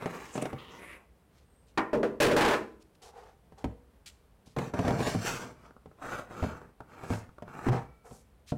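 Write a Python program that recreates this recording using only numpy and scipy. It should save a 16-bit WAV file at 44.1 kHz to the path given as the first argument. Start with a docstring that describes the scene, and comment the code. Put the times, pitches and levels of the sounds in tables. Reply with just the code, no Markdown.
"""Plastic storage bins are loaded into a covered pickup bed, heard from the tailgate: knocks ring
their walls, and friction made of tiny random slips scrapes and hisses. A metal pole pushes one bin in,
is let go and clatters on the bed as a set of ringing modes. A second bin is carried up, set on the first
and shoved home in jerks. The canopy adds a short noise tail over quiet open air; hard blows overload
the microphone."""
import sys
import numpy as np
from scipy import signal
from scipy.fft import rfft, irfft, next_fast_len
from scipy.io import wavfile
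from scipy.ndimage import uniform_filter1d

SR = 44100
rng = np.random.default_rng(int(sys.argv[2]) if len(sys.argv) > 2 else 0)


def dump(signal):
    """Clip the signal to [-1, 1] and save it as 16-bit WAV at the path in sys.argv[1]."""
    limited = np.clip(np.atleast_2d(signal).T, -1, 1)
    pcm = np.round(limited * 32767).astype(np.int16)
    wavfile.write(sys.argv[1], SR, pcm)


N = 377937  # length in samples
RING = np.arange(32768) / SR  # time axis of one ringing sound, s

# All levels in the tables are relative: later steps mix, filter and overload them.
# open air: [f/Hz, level/dB]
AIR_COLOUR = [(12, -49), (20, -32), (64, -2), (92, -14), (183, -16.5), (319, -22.5), (357, -25.5),
              (387, -21), (6720, -48), (8620, -44.5), (15000, -46.5)]
AIR_DB = -61.5

# the pole head scuffs across the bin wall: [t/s, length/s, level/dB, resonance f/Hz, place of peak 0-1]
SCUFFS = [(0.311, 0.11, -52, 7260, 0.33), (0.415, 0.014, -42.5, 8100, .9), (0.58, 0.29, -55.5, 3040, 0),
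          (0.705, 0.11, -61, 5800, .15), (.78, 0.2, -48.5, 2070, 0.74), (0.757, 0.24, -61.5, 10100, 0.6)]
SCUFF_Q = 2.6  # sharpness of the resonance
# the tube slips through the hand: [t/s, length/s, level/dB]
SLIP = (1.43, 0.31, -75)
# hands and sleeves brush pole and plastic: [t/s, length/s, level/dB, centre f/Hz, place of peak 0-1]
BRUSHES = [(1.318, 0.14, -70.5, 3000, 0.45), (1.667, 0.061, -67, 4000, 0.3),
           (2.798, 0.032, -61.5, 4100, 0.96), (2.947, 0.015, -64, 2500, 0.5),
           (3.018, 0.1, -54.5, 4410, 0.08), (3.127, 0.23, -67, 2500, 0.23), (3.577, 0.075, -65, 4000, 0.07),
           (4.059, 0.05, -46.5, 3900, 0.05), (4.458, 0.1, -63, 4400, 0.05), (7.041, 0.19, -55, 6400, .45),
           (8.035, 0.21, -60.5, 7300, 0.48), (8.462, 0.062, -51, 3870, 0.65)]
BRUSH_WIDTH_HZ = 7200
# the load shifts inside the second bin: [t/s, length/s, level/dB]
SHIFTS = [(3.012, .12, -52.5), (3.117, 0.23, -51.5), (3.552, 0.19, -56.5), (7.701, 0.11, -33.5),
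          (8.036, 0.15, -54)]
SHIFT_PEAK = 0.22  # share of the length
# hollow resonances that the load rubs: [f/Hz, width/Hz, level/dB]
HOLLOW = [(457, 114, -4.5), (775, 156, -3.5), (1050, 1020, -8)]

# the pole falls, first on its ends and then flat: [t/s, strength level/dB, hardness/dB]
# a harder blow has more clang of the tube and less boom of the bed
DROPS = [(1.7748, -28.5, 8), (1.931, -27, -7.5), (2.031, -28, -4), (2.202, -16, -1.5), (2.225, -17, -0.5),
         (2.26, -27, -2.5), (2.312, -25.5, -5.5)]
# modes of the metal pole: [f/Hz, level/dB, 60 dB decay t/s]
POLE_MODES = [(318.8, 9.5, 0.48), (591, 4, 0.16), (613, -19, 0.29), (750, -18.5, .24), (825, 16.5, 0.16),
              (1006, 11, 0.34), (1278, -10.5, 0.13), (1460, 5, 0.11), (1618, 5, 0.092), (1680, -21, 0.17),
              (1860, 2.5, 0.19), (2020, -4.5, 0.095), (2240, 0.5, 0.21), (2580, -9, 0.093),
              (8450, -23.5, 0.18)]
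# dense clang of the tube: [f/Hz, level/dB]
CLANG_COLOUR = [(80, -16), (220, 2.5), (400, 3), (900, 3), (1600, 0.5), (2500, -11.5), (4000, -30),
                (12000, -46)]
# dense boom of the bed: [f/Hz, level/dB]
BED_COLOUR = [(50, -15.5), (120, -4.5), (220, -2.5), (420, 9.5), (650, -16.5), (1000, -13.5), (3000, -61.5)]
# modes of the bed panel under the pole: [f/Hz, level/dB, 60 dB decay t/s]
BED_MODES = [(217.3, -12.5, 0.56), (311, -7, 0.16), (473, -9, 0.31), (645.7, -3, 0.16)]
# then the pole chatters to rest, each bounce sooner and weaker than the last
CHATTER_S, CHATTER_DB, CHATTER_HARDNESS_DB = 2.364, -19, 2.5
BOUNCE_GAP_S, BOUNCE_SHRINK, BOUNCE_LOSS_DB = .045, .86, 2
FLAT_FROM_S = 2.15  # later blows land flat
# rattle of the head, relative to a blow of RATTLE_REF_DB
END_RATTLE_DB, FLAT_RATTLE_DB, RATTLE_REF_DB = -14, -4, -20
RATTLE_GROWTH = 0.32  # further dB of rattle for each dB of strength

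# the pole head pokes the first bin: [t/s, strength level/dB, hardness/dB]
POKES = [(0.021, -38, 2.5), (0.058, -29, 3), (0.354, -34, 0.5), (0.377, -31.5, 3), (0.423, -30.5, 2),
         (0.455, -32.5, 7), (0.53, -37, -0.5)]
# the second bin bumps and lands, and at the end a hand pats it: [t/s, strength level/dB, hardness/dB]
KNOCKS = [(3.522, -52.5, 2), (3.642, -31, 1.5), (3.653, -45, -6), (4.469, -59.5, -6.5), (4.564, -32.5, -3),
          (4.586, -30, 7), (4.738, -32, 2), (4.791, -24.5, -1.5), (4.85, -29.5, -1), (4.879, -23, 2.5),
          (4.907, -26.5, -0.5), (5.004, -27.5, 4), (5.071, -28.5, 4), (5.148, -31, -5), (5.858, -48.5, 0),
          (6.425, -31, -2), (6.437, -29.5, 0), (6.805, -49.5, 3), (7.035, -41, 1), (7.103, -31, -4),
          (7.135, -38, 11.5), (7.422, -41.5, 2.5), (7.666, -28.5, -4), (7.685, -25, -1), (7.73, -36, -2.5),
          (8.11, -47, 1), (8.52, -31.5, -6)]
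# modes of a loaded bin on the bed, deepest first: [f/Hz, level/dB, 60 dB decay t/s]
BIN_MODES = [(63.6, -26, 1), (90.1, 2, 0.19), (119.5, -1.5, 0.19), (162, 3, 0.182), (216.6, -0.5, 0.17),
             (255.8, 7.5, 0.064), (312, -15, 0.033)]
# modes of its thin walls: [f/Hz, level/dB, 60 dB decay t/s]
WALL_MODES = [(428, 12, 0.14), (504, -6.5, 0.68), (563, -5, 0.35), (620, 15, 0.051), (741.6, 14.5, 0.076),
              (904, 13.5, 0.021), (1028, 17, 0.029), (1304, 3, 0.07)]
# dense ring of walls and contents: [f/Hz, level/dB]
WALL_COLOUR = [(120, -18), (300, 4.5), (600, 2.5), (1200, -22), (1800, -26), (3000, -75), (8000, -53)]
# tick of the rim, also the rattle of the pole head: [f/Hz, level/dB]
TICK_COLOUR = [(600, -11.5), (1600, 10.5), (2600, 6), (4000, -2), (8000, -9), (15000, -18.5)]
# a harder contact takes from the thump and gives to the tick
TICK_DB, TICK_PER_HARDNESS = -18.5, 0.82  # tick of a blow of hardness 0 and strength KNOCK_REF_DB
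TICK_GROWTH, KNOCK_REF_DB = 0.15, -30  # further dB of tick for each dB of strength over KNOCK_REF_DB

# the full weight of a bin lands and booms: [t/s, f/Hz, level/dB]
SETTLES = [(0.531, 90.7, -44), (3.655, 62.8, -35.5), (6.424, 90, -32.5), (7.116, 108, -35.5),
           (7.687, 123.8, -21)]
SETTLE_T60_S = .22
# something in the load rings on after the last shove: [f/Hz, level/dB, 60 dB decay t/s]
LOAD_MODES = [(1340, 1, 1.7), (1916, -1, 0.8), (2272, 0, 1.35), (2310, 0, 1.3)]
LOAD_RING_S, LOAD_RING_DB = 7.69, -60
# small ticks of the lid under load: [t/s, level/dB]
TAPS = [(5.708, -56), (5.765, -55.5), (5.914, -59), (6.316, -55), (6.616, -50.5), (6.804, -46.5),
        (7.291, -52.5), (7.383, -51), (7.479, -50)]
# hollow sound of those ticks: [f/Hz, level/dB]
TAP_COLOUR = [(400, 11.5), (900, 4), (1400, 8), (2000, -18), (4000, -24), (10000, -32)]

# the first bin pushed over the bed mat: [t/s, scrape level/dB, hiss level/dB]
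PUSH = [(0.0, -48, -63), (0.118, -45, -56), (0.232, -49.5, -57.5), (0.31, -54, -56.5), (0.434, -46.5, -59),
        (0.548, -52, -95), (0.824, -53, -66), (0.964, -58, -79), (1.05, -69.5, -85)]
# the second bin slid along the lid of the first: [t/s, scrape level/dB, hiss level/dB]
STACK = [(4.565, -34, -52), (4.695, -46, -58.5), (4.729, -56, -87), (4.739, -38.5, -56),
         (4.845, -35.5, -53), (4.855, -31, -51), (4.953, -33.5, -51.5), (5.085, -32.5, -39),
         (5.197, -46, -50), (5.273, -41, -36), (5.447, -41.5, -51.5), (5.553, -60, -76), (5.675, -54, -70),
         (5.75, -78, -98)]
# the second bin shoved home in jerks: [fastest t/s, run-up/s, level/dB, judder against scrape/dB]
SHOVES = [(6.122, 0.15, -37.5, -9), (6.448, 0.19, -40, 1), (6.58, 0.024, -55.5, 6),
          (7.132, 0.29, -43, -4.5), (7.55, 0.11, -46.5, -2), (7.71, 0.13, -40, 2.5)]
SHOVE_STOP_S = 0.16
# the hiss against the scrape at a scrape of HISS_REF_DB, and the power of the speed by which it grows
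SHOVE_HISS_DB, HISS_REF_DB, HISS_GROWTH = -10.5, -40, 1.26
# coarse shaking of a sliding bin: [f/Hz, level/dB]
JUDDER_COLOUR = [(30, -40), (65, -5), (120, 8), (190, 8), (300, 1.5), (500, 4.5), (1000, -84)]
# scrape over the bed mat: [f/Hz, level/dB]
MAT_COLOUR = [(60, -27), (180, 9), (400, 11), (750, 8), (1100, 9), (1700, 1.5), (2500, 1), (4000, -21.5)]
# scrape along the lid: [f/Hz, level/dB]
LID_COLOUR = [(150, -7), (280, 5), (430, -2), (580, 6), (730, 7.5), (1000, 3.5), (1400, 0.5), (1900, -7),
              (2400, -7.5), (4000, -61)]
# scrape of a seated bin on the ridges of the lid: [f/Hz, level/dB]
RIDGE_COLOUR = [(150, -5), (280, 2), (450, -0.5), (730, 2.5), (1000, -1.5), (1450, 0), (1900, -7.5),
                (2500, -12), (4000, -33.5)]
# finest slips of the friction: [f/Hz, level/dB]
HISS_COLOUR = [(1500, 2), (2800, -1), (4500, -5.5), (7500, -6.5), (10000, -14), (15000, -20.5)]

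CLIP_LEVEL = .086  # ceiling of the microphone, full scale = 1
TOP_HZ = 15850  # the treble ends here


def undb(db):
    """Turn decibels into a gain."""
    return 10 ** (np.asarray(db) / 20)


def unit(x):
    """Scale a sound to an average strength (rms) of 1."""
    return x / np.sqrt(np.mean(x ** 2))


def blow(x, size=1024):
    """Scale a ringing sound so that its first samples have rms 1."""
    return x / np.sqrt(np.mean(x[:size] ** 2))


def add(out, s, x):
    """Mix x into out from time s."""
    i = max(int(s * SR), 0)
    out[i:i + len(x)] += x[:N - i]


def colour(x, points):
    """Shape the spectrum of x by (Hz, dB) points."""
    hz, db = np.transpose(points)
    size = next_fast_len(len(x))
    f = np.arange(size // 2 + 1) * SR / size
    gain = undb(np.interp(np.log(f + 1), np.log(hz), db))
    return irfft(rfft(x, size) * gain, size)[:len(x)]


def fade(t60):
    """Let a ring die away steadily, by 60 dB in t60 seconds."""
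    return undb(-60 * RING / t60)


def soften(x, contact_s):
    """A yielding contact lets the ring build up instead of snapping on."""
    return blow(x * (1 - np.exp(-RING / contact_s)))


def modes(table, detune):
    """A struck body rings at its own notes; each blow shares its energy a little differently."""
    out = 0
    chances = rng.standard_normal((len(table), 3))
    for (hz, db, t60), (gain, pitch, side) in zip(table, chances):
        tone = np.sin(2 * np.pi * hz * (1 + detune * pitch) * RING)
        out = out + np.sign(side) * undb(db + 2 * gain) * fade(t60) * tone
    return blow(out)


def crash(points, t60, contact_s=.0005):
    """Modes too dense to tell apart: a dying burst of coloured noise."""
    noise = colour(rng.standard_normal(len(RING)), points)
    return soften(noise * fade(t60), contact_s)


def twang(rest_hz, rise, settle_s, t60):
    """A panel flexed hard rings sharp at first and sinks to its rest pitch."""
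    hz = rest_hz * (1 + rise * np.exp(-RING / settle_s))
    hz = hz * (1 + .04 * rng.standard_normal())  # each blow has a slightly different pitch
    return blow(np.sin(2 * np.pi * np.cumsum(hz) / SR) * fade(t60))


def walk(rate):
    """A slow random wander with a spread near 1, picking a new target rate times a second."""
    k = int(SR / rate)
    steps = np.repeat(rng.standard_normal(N // k + 1), k)
    return uniform_filter1d(steps, k)[:N]


def grains(size, per_s, spread_db):
    """Friction is made of tiny slips at random moments and of uneven strength."""
    slips = rng.random(size) < per_s / SR
    strength = undb(spread_db * np.minimum(rng.exponential(size=size), 4))
    return slips * rng.standard_normal(size) * strength


def swell(length, peak, sharpness):
    """The speed of a rub or shove rises to a peak and dies away."""
    size = int(length * SR)
    place = np.arange(size) / size
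    return np.interp(place, [0, np.clip(peak, .02, .98), 1], [0, 1, 0]) ** sharpness


def outdoors():
    """Quiet open air: coloured noise with a wavering level."""
    air = unit(colour(rng.standard_normal(N), AIR_COLOUR))
    return air * undb(AIR_DB + 0.54 * walk(18))


def canopy(x, wet_db, low_t60, high_t60):
    """The hard shell over the bed returns a short noise tail, with its treble weaker than its bass."""
    noise = rng.standard_normal(len(RING))
    low = signal.sosfilt(signal.butter(2, 2200, fs=SR, output="sos"), noise)
    tail = low * fade(low_t60) + undb(-4) * (noise - low) * fade(high_t60)
    tail = tail * (RING > .006)  # a short gap before the tail, s
    tail = tail / np.linalg.norm(fade(low_t60))
    return x + undb(wet_db) * signal.fftconvolve(x, tail)[:N]


def rub(length, peak, hz, width):
    """A brief swell of friction sounds through one resonance of the rubbed part."""
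    speed = swell(length, peak, sharpness=0.8)
    b, a = signal.iirpeak(hz, hz / width, fs=SR)
    slips = signal.lfilter(b, a, grains(len(speed), per_s=8000, spread_db=0.5))
    return speed * unit(signal.lfilter(b, a, slips))  # filtered twice for a steeper resonance


def rubs():
    """The pole scuffs and slips, hands brush the plastic and the load shifts in its bin."""
    out = np.zeros(N)
    for s, length, db, hz, peak in SCUFFS:
        add(out, s, undb(db) * rub(length, peak, hz, hz / SCUFF_Q))
    for s, length, db, hz, peak in BRUSHES:
        add(out, s, undb(db) * rub(length, peak, hz, BRUSH_WIDTH_HZ))
    for s, length, db in SHIFTS:
        for hz, width, hollow_db in HOLLOW:
            add(out, s, undb(db + hollow_db) * rub(length, SHIFT_PEAK, hz, width))
    s, length, db = SLIP
    highest_hz = POLE_MODES[-1][0]  # the slipping tube sings on its highest mode
    add(out, s, undb(db) * rub(length, peak=0.43, hz=highest_hz, width=490))
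    return out


def chatter(count):
    """Bounces come ever sooner and weaker; gives rows like those of DROPS."""
    k = np.arange(count)
    shrink = BOUNCE_SHRINK ** k
    times = CHATTER_S + BOUNCE_GAP_S * (np.cumsum(shrink) - shrink)
    return [(s, CHATTER_DB - BOUNCE_LOSS_DB * n, CHATTER_HARDNESS_DB) for n, s in zip(k, times)]


def pole():
    """The tube clangs at each bounce, the bed panel booms and the loose head rattles."""
    out = np.zeros(N)
    for s, db, hardness_db in DROPS + chatter(count=6):
        clang = modes(POLE_MODES, detune=0.0047)
        clang = blow(clang + undb(8) * crash(CLANG_COLOUR, t60=0.13, contact_s=0.00014))
        boom = undb(-7.5) * modes(BED_MODES, detune=.025)
        boom += undb(-5.5) * crash(BED_COLOUR, t60=0.45)
        boom += undb(-4) * twang(rest_hz=345, rise=.85, settle_s=.045, t60=.22)
        rattle = crash(TICK_COLOUR, t60=0.17)
        rattle_db = FLAT_RATTLE_DB if s > FLAT_FROM_S else END_RATTLE_DB
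        rattle_db += RATTLE_GROWTH * (db - RATTLE_REF_DB)
        hit = undb(hardness_db) * clang + undb(-hardness_db) * boom + undb(rattle_db) * rattle
        add(out, s, undb(db) * hit)
    return out


def taps():
    """The loaded lid gives way in small hollow ticks."""
    out = np.zeros(N)
    for s, db in TAPS:
        add(out, s, undb(db) * crash(TAP_COLOUR, t60=0.023))
    return out


def settles():
    """A bin dropping onto its full weight booms on a deep note; the last drop leaves its load ringing."""
    out = np.zeros(N)
    for s, hz, db in SETTLES:
        note = np.sin(2 * np.pi * hz * RING) * fade(SETTLE_T60_S)
        add(out, s, undb(db) * soften(note, contact_s=0.00037))
    add(out, LOAD_RING_S, undb(LOAD_RING_DB) * modes(LOAD_MODES, detune=0.0016))
    return out


def shell(x, t60, ring_db, count):
    """Close plastic walls add a short, dense ring that changes as the contact moves over them."""
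    shares = np.array([walk(9) for _ in range(count)])
    highpass = signal.butter(2, 900, "high", fs=SR, output="sos")
    wet = 0
    for share in shares / np.linalg.norm(shares, axis=0):
        ring = signal.sosfilt(highpass, rng.standard_normal(len(RING))) * fade(t60)
        wet = wet + share * signal.oaconvolve(x, ring[:4096] / np.linalg.norm(ring))[:N]
    return (x + undb(ring_db) * wet) / np.hypot(1, undb(ring_db))


def friction(judder_gain, scrape_gain, hiss_gain, scrape_colour):
    """Coarse slips shake the bin, finer ones scrape its walls, the finest hiss."""
    judder = unit(colour(grains(N, per_s=860, spread_db=2.0), JUDDER_COLOUR))
    scrape = unit(colour(grains(N, per_s=2200, spread_db=1.9), scrape_colour))
    hiss = unit(colour(grains(N, per_s=14000, spread_db=2.0), HISS_COLOUR))
    slips = judder_gain * judder + scrape_gain * scrape + hiss_gain * hiss
    slips = slips * undb(2 * walk(60))  # the contact grips and lets go
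    return shell(slips, t60=0.022, ring_db=-3, count=5)


def slide(curve, scrape_colour, judder_db, scrape_db, hiss_db):
    """One long slide follows a drawn level curve; the judder follows the scrape."""
    s, scrape_curve, hiss_curve = np.transpose(curve)
    t = np.arange(N) / SR
    # silent before and after the curve
    scrape = undb(np.interp(t, s, scrape_curve, left=-np.inf, right=-np.inf))
    hiss = undb(np.interp(t, s, hiss_curve, left=-np.inf, right=-np.inf))
    return friction(scrape * undb(judder_db), scrape * undb(scrape_db), hiss * undb(hiss_db), scrape_colour)


def shoves():
    """Each jerk gathers speed over the lid and stops short; the hiss grows faster than the speed."""
    speed, judder = np.zeros(N), np.zeros(N)
    for s, run_up, db, judder_db in SHOVES:
        length = run_up + SHOVE_STOP_S
        jerk = undb(db) * swell(length, run_up / length, sharpness=1.11)
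        add(speed, s - run_up, jerk)
        add(judder, s - run_up, jerk * undb(judder_db))
    hiss = undb(HISS_REF_DB + SHOVE_HISS_DB) * (speed / undb(HISS_REF_DB)) ** HISS_GROWTH
    return friction(judder, speed, hiss, RIDGE_COLOUR)


def knocks(blows, body_modes, thump_db):
    """Each blow rocks the loaded bin, rings its walls and ticks at the rim."""
    out = np.zeros(N)
    for s, db, hardness_db in blows:
        thump = soften(modes(body_modes, detune=0.085), contact_s=0.0011)
        wall = modes(WALL_MODES, detune=0.0368) * undb(-2) + crash(WALL_COLOUR, t60=0.06)
        wall = soften(wall, contact_s=.0006)
        tick = crash(TICK_COLOUR, t60=0.049, contact_s=.0001)
        tick_db = TICK_DB + TICK_PER_HARDNESS * hardness_db + TICK_GROWTH * (db - KNOCK_REF_DB)
        hit = undb(thump_db - hardness_db) * thump + undb(-3.5) * wall + undb(tick_db) * tick
        add(out, s, undb(db) * hit)
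    return out


def scene():
    """Everything in the truck bed rings under the canopy, with the open air added."""
    first_bin = knocks(POKES, BIN_MODES[2:], thump_db=-4.5)  # a poke leaves the deepest modes still
    first_bin += slide(PUSH, MAT_COLOUR, judder_db=-9, scrape_db=2, hiss_db=2)
    second_bin = knocks(KNOCKS, BIN_MODES, thump_db=-1.5) + settles() + taps() + shoves()
    second_bin += slide(STACK, LID_COLOUR, judder_db=-0.5, scrape_db=-3, hiss_db=3.5)
    uneven_rubs = rubs() * undb(1.87 * walk(70))  # their level flickers
    bed = first_bin + second_bin + pole() + uneven_rubs
    return (canopy(bed, wet_db=-7, low_t60=0.36, high_t60=0.37) + outdoors())[None]


def record(dry):
    """The microphone overloads with flat tops; the highest treble is rounded and cut."""
    drive = dry / CLIP_LEVEL
    clipped = CLIP_LEVEL * drive / (1 + drive ** 8) ** (1 / 8)
    rounded = signal.sosfilt(signal.butter(1, 15000, fs=SR, output="sos"), clipped)
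    return signal.sosfilt(signal.ellip(10, .2, 70, TOP_HZ, fs=SR, output="sos"), rounded)


dry = scene()
out = record(dry)
dump(out)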